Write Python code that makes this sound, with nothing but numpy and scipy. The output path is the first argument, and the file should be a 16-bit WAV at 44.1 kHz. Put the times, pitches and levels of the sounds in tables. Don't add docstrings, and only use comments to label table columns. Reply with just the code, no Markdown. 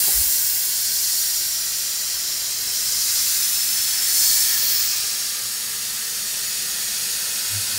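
import sys
import numpy as np
from scipy import signal
from scipy.io import wavfile

SR = 44100
rng = np.random.default_rng(int(sys.argv[2]) if len(sys.argv) > 2 else 0)


def to_wav(s):
    ch = np.atleast_2d(s).T
    pcm = np.round(np.clip(ch, -1, 1) * 32767)
    wavfile.write(sys.argv[1], SR, pcm.astype(np.int16))


N = 343098
TIME = np.arange(N) / SR


def from_db(db):
    return 10 ** (np.asarray(db) / 20)


def rms_one(x):
    return x / np.sqrt(np.mean(x ** 2) + 1e-20)


def swing(curve):
    seconds, level_db = np.transpose(curve)
    db = np.interp(TIME, seconds, level_db)
    return db - db.mean()


def at_hz(points, hz):
    point_hz, level_db = np.transpose(points)
    return np.interp(np.log(hz), np.log(point_hz), level_db)


def drift(rate_hz):
    step = 100
    r = np.exp(-2 * np.pi * rate_hz * step / SR)
    draws = rng.standard_normal(N // step + 2002)
    slow = signal.lfilter([1], [1, -2 * r, r * r], draws)[2000:]
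    return np.interp(np.arange(N) / step, np.arange(len(slow)), rms_one(slow))


def noise_bands(edges):
    white = rng.standard_normal((2, N))
    for k, (low, high) in enumerate(zip(edges, edges[1:])):
        bandpass = signal.butter(2, [low, high], "band", fs=SR, output="sos")
        yield np.sqrt(low * high), signal.sosfilt(bandpass, white[k % 2])


def resonate(x, hz, width_hz):
    r = np.exp(-np.pi * width_hz / SR)
    zeros = np.array([1, 0, -1]) * (1 - r * r) / 2
    return signal.lfilter(zeros, [1, -2 * r * np.cos(2 * np.pi * hz / SR), r * r], x)


def tone(hz, waver_hz, flutter_db):
    phase = 2 * np.pi * np.cumsum(hz + waver_hz * drift(4.93)) / SR
    return np.sqrt(2) * np.sin(phase) * from_db(flutter_db * drift(5.2))


# frequency in Hz, level in dB rms.
STEADY_HUM = [(75.4, -69.5), (376.8, -66)]
FIRST_FEED_TONES = [(107.7, -62), (183, -69), (226, -63.5), (306, -69.5), (602.9, -68), (1087, -65)]
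SECOND_FEED_TONES = [(118.4, -61), (198, -61.5), (215.3, -59), (468.3, -61.5), (522, -68), (904.4, -65)]


def motors(handover_s=5.33, handover_length_s=1.1):
    hum, first, second = [
        sum(from_db(db) * tone(hz, waver_hz=4.025, flutter_db=3.0) for hz, db in tones)
        for tones in (STEADY_HUM, FIRST_FEED_TONES, SECOND_FEED_TONES)]
    turn = np.clip((TIME - handover_s) / handover_length_s + .5, 0, 1) * np.pi / 2
    return hum + np.cos(turn) * first + np.sin(turn) * second


# frequency in Hz, relative level in dB per Hz.
RUMBLE_SPECTRUM = [(22, 5), (50, 4), (80, -2), (110, 5.5), (155, -4), (200, -1), (280, -5), (400, 0),
                   (560, -2), (750, -3), (1100, -7), (2000, -8)]
# time in seconds, level in dB.
RUMBLE_LEVEL = [(0, -45), (0.45, -51.5), (1.3, -52.5), (2.8, -50), (3.7, -52), (4.6, -47.5), (5.5, -52.5),
                (7.78, -48)]


def rumble(level_db=-48.5, patchy_db=1.0, follows_hiss=0.8, deep_hz=70):
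    deep = from_db(follows_hiss * swing(HISS_LEVEL))
    upper = from_db(swing(RUMBLE_LEVEL))
    noise = 0
    for hz, band in noise_bands(np.geomspace(20, 2560, 15)):
        gain = from_db(at_hz(RUMBLE_SPECTRUM, hz) + patchy_db * drift(3.6))
        noise = noise + band * gain * (deep if hz < deep_hz else upper)
    return rms_one(noise) * from_db(level_db)


def drone(pitch_hz=101, octave_db=-17, crest_s=7.567, crest_db=-34, attack_s=0.15,
          fade_db_per_s=27, beat_hz=4.7, beat_depth_db=18):
    octave = tone(2 * pitch_hz, waver_hz=5.0, flutter_db=0.0)
    voice = tone(pitch_hz, waver_hz=2.0, flutter_db=2.0) + from_db(octave_db) * octave
    age = TIME - crest_s
    attack = np.clip(1 + age / attack_s, 0, 1)
    beat = np.sin(np.pi * beat_hz * age) ** 2
    fade_db = fade_db_per_s * np.maximum(age, 0)
    return voice * attack * from_db(crest_db - fade_db - beat_depth_db * beat)


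# middle in seconds, Gaussian spread in seconds, frequency in Hz, level in dB rms at the middle.
SOFT_THUDS = [(0.182, 0.026, 47.4, -35.5), (0.214, 0.0074, 72.8, -32.5), (0.275, 0.011, 45, -45),
              (4.27, .025, 32, -48)]


def thuds():
    out = np.zeros(N)
    for s, spread_s, hz, db in SOFT_THUDS:
        envelope = np.exp(-.5 * ((TIME - s) / spread_s) ** 2)
        out += from_db(db) * envelope * tone(hz, waver_hz=6.9, flutter_db=-3.0)
    return out


# time in seconds, strength in dB.
CONTACTS = [(0.080, -34), (0.0855, -31.5), (5.037, -44)]
# frequency in Hz, gain in dB, 60 dB decay time in seconds.
PANEL_MODES = [(324, -16, 0.062), (435, -3.5, 0.19), (570, -12, 0.073), (657, -1, 0.054), (800, 2.5, 0.11),
               (1180, -11, 0.022), (1660, -6, .03)]


def knock():
    clicks, out = np.zeros(N), np.zeros(N)
    for s, db in CONTACTS:
        clicks[round(s * SR)] = from_db(db)
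    for hz, db, t60 in PANEL_MODES:
        r = np.exp(-np.log(1000) / (t60 * SR))
        w = 2 * np.pi * hz / SR
        ring = signal.lfilter([0, np.sin(w)], [1, -2 * r * np.cos(w), r * r], clicks + 1e-18)
        out += from_db(db) * ring
    return out


def turned(middle_s=4.76, length_s=1):
    return np.clip((TIME - middle_s) / length_s + .5, 0, 1)


# frequency in Hz, relative level in dB per Hz.
JET_SPECTRUM = [(500, -28.5), (1000, -17), (1300, -13), (1800, -9), (2400, -11.5), (3100, -4.5), (3800, -4),
                (4400, -1), (5400, 1), (6400, 0), (8000, -1), (11000, -2.5), (13500, -4.5), (15800, -1.5)]
# time in seconds, level in dB; only the movement about the mean counts.
RUSH_LEVEL = [(0, -35), (0.3, -39.5), (2.7, -39.0), (3.2, -36.7), (4.6, -34.5), (5.55, -39.0),
              (7.78, -35.5)]
HISS_LEVEL = [(0, -24), (0.65, -26.0), (1.1, -24.0), (1.7, -26), (2.6, -26.5), (3.15, -21.5), (3.7, -25),
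              (4.05, -24), (4.25, -18.5), (4.6, -23.5), (4.78, -23), (5.55, -30.5), (7, -27.5), (7.78, -28)]
SPRAY_LEVEL = [(0, -23), (0.7, -29), (1.15, -27.5), (1.65, -31.5), (2.5, -33), (3.3, -26.9), (4.0, -29),
               (4.22, -24), (4.45, -25), (4.62, -29.5), (5.7, -31), (7.78, -29)]


def jet(level_db=-22.0, flicker_db=0.47, sputter_db=0.23, top_follows=1.08, top_turn_db=-4.5):
    rush, hiss, spray = swing(RUSH_LEVEL), swing(HISS_LEVEL), swing(SPRAY_LEVEL)
    turn = turned()
    top = top_follows * spray + top_turn_db * (turn - turn.mean())
    parts = [rush, hiss, hiss, spray, top]
    part_hz = [3000, 5100, 6400, 8800, 13500]
    edges = np.concatenate([np.geomspace(400, 3200, 9)[:-1], np.geomspace(3200, 18500, 19)])
    out, power = 0, 0
    for hz, band in noise_bands(edges):
        band = band * from_db(at_hz(JET_SPECTRUM, hz))
        power += np.mean(band ** 2)
        shares = [np.interp(hz, part_hz, own) for own in np.eye(len(parts))]
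        movement_db = sum(share * part for share, part in zip(shares, parts))
        out = out + band * from_db(movement_db + flicker_db * drift(14.4))
    return out / np.sqrt(power) * from_db(level_db + sputter_db * drift(35))


# frequency in Hz, width in Hz,
# peak gain on the jet in dB before the turn, the same in dB after it.
GAP_RESONANCES = [(1530, 63, -9.5, -3.5), (1800, 140, -5.5, -1.5), (1980, 170, -3.5, -20),
                  (2480, 68, -32, -13), (4440, 81, -6, -3), (4860, 240, -15, -4), (5420, 85, -6, -8),
                  (5820, 65, -7.5, -17), (6540, 90, -27, -6), (6750, 200, -22, -5), (7080, 155, -4.5, -24),
                  (7560, 120, -2, -32), (8680, 150, -7, -9), (9680, 470, -12.5, -20), (12100, 100, -9, -9)]


def gap(air, waver_db=1.0):
    turn = turned()
    out = np.zeros(N)
    for hz, width_hz, before_db, after_db in GAP_RESONANCES:
        gain = (1 - turn) * from_db(before_db) + turn * from_db(after_db)
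        out += gain * from_db(waver_db * drift(3.7)) * resonate(air, hz, width_hz)
    return out


# middle in seconds, length in seconds, frequency in Hz, peak gain on the jet in dB.
HOLE_WHISTLES = [(0.32, 0.25, 5700, 5), (1.05, 0.56, 4450, -2), (1.2, 0.87, 5560, 0), (2.5, 0.86, 5270, 0),
                 (2.97, 0.45, 4840, -4), (3.75, 0.6, 5300, 2), (4.08, 0.26, 2000, -4),
                 (4.2, 0.27, 7220, -3), (4.47, 0.25, 1820, 1), (4.3, 0.25, 4220, 2), (4.683, 0.22, 4310, 2),
                 (4.83, 0.3, 5200, 1), (4.92, 0.33, 2510, 4.5), (5.3, 0.57, 5470, 0)]
EDGE_SIZZLES = [(0.4, 0.55, 14800, -1), (4.24, 0.16, 13800, -4), (4.69, 0.22, 13500, 6),
                (4.77, 0.33, 15400, 9)]


def crossings(air, events, width_hz, fade_s, waver_db):
    out = np.zeros(N)
    for s, length_s, hz, db in events:
        aim = np.clip((length_s / 2 - np.abs(TIME - s)) / fade_s + .5, 0, 1)
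        out += from_db(db + waver_db * drift(4.2)) * aim * resonate(air, hz, width_hz)
    return out


def enclosure(x, near_db=-9.0, near_t60_s=0.053, walls_db=-7.5, walls_t60_s=0.16, count=10):
    t = TIME[:SR // 4]
    decays = []
    for db, t60 in [(near_db, near_t60_s), (walls_db, walls_t60_s)]:
        decays.append((from_db(db), from_db(-60 * t / t60) * (t > .0007)))
    place = np.linspace(0, count - 1, N)
    out = x.copy()
    for k in range(count):
        response = 0
        for gain, decay in decays:
            response = response + gain * rms_one(decay * rng.standard_normal(len(t))) / np.sqrt(len(t))
        nearness = np.cos(np.clip(place - k, -1, 1) * np.pi / 2)
        out += nearness * signal.oaconvolve(x, response)[:N]
    return out / np.sqrt(1 + sum(gain ** 2 for gain, decay in decays))


def scene():
    machine = rumble() + motors() + drone() + thuds() + knock()
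    air = jet()
    whistles = crossings(air, HOLE_WHISTLES, width_hz=76, fade_s=0.14, waver_db=2.5)
    sizzles = crossings(air, EDGE_SIZZLES, width_hz=1100, fade_s=0.27, waver_db=0.0)
    mono = enclosure(air + gap(air) + whistles + sizzles) + machine
    return np.array([mono, mono])


def record(dry, cutoff_hz=15700):
    return signal.sosfilt(signal.ellip(12, .2, 85, cutoff_hz, fs=SR, output="sos"), dry)


dry = scene()
out = record(dry)
to_wav(out)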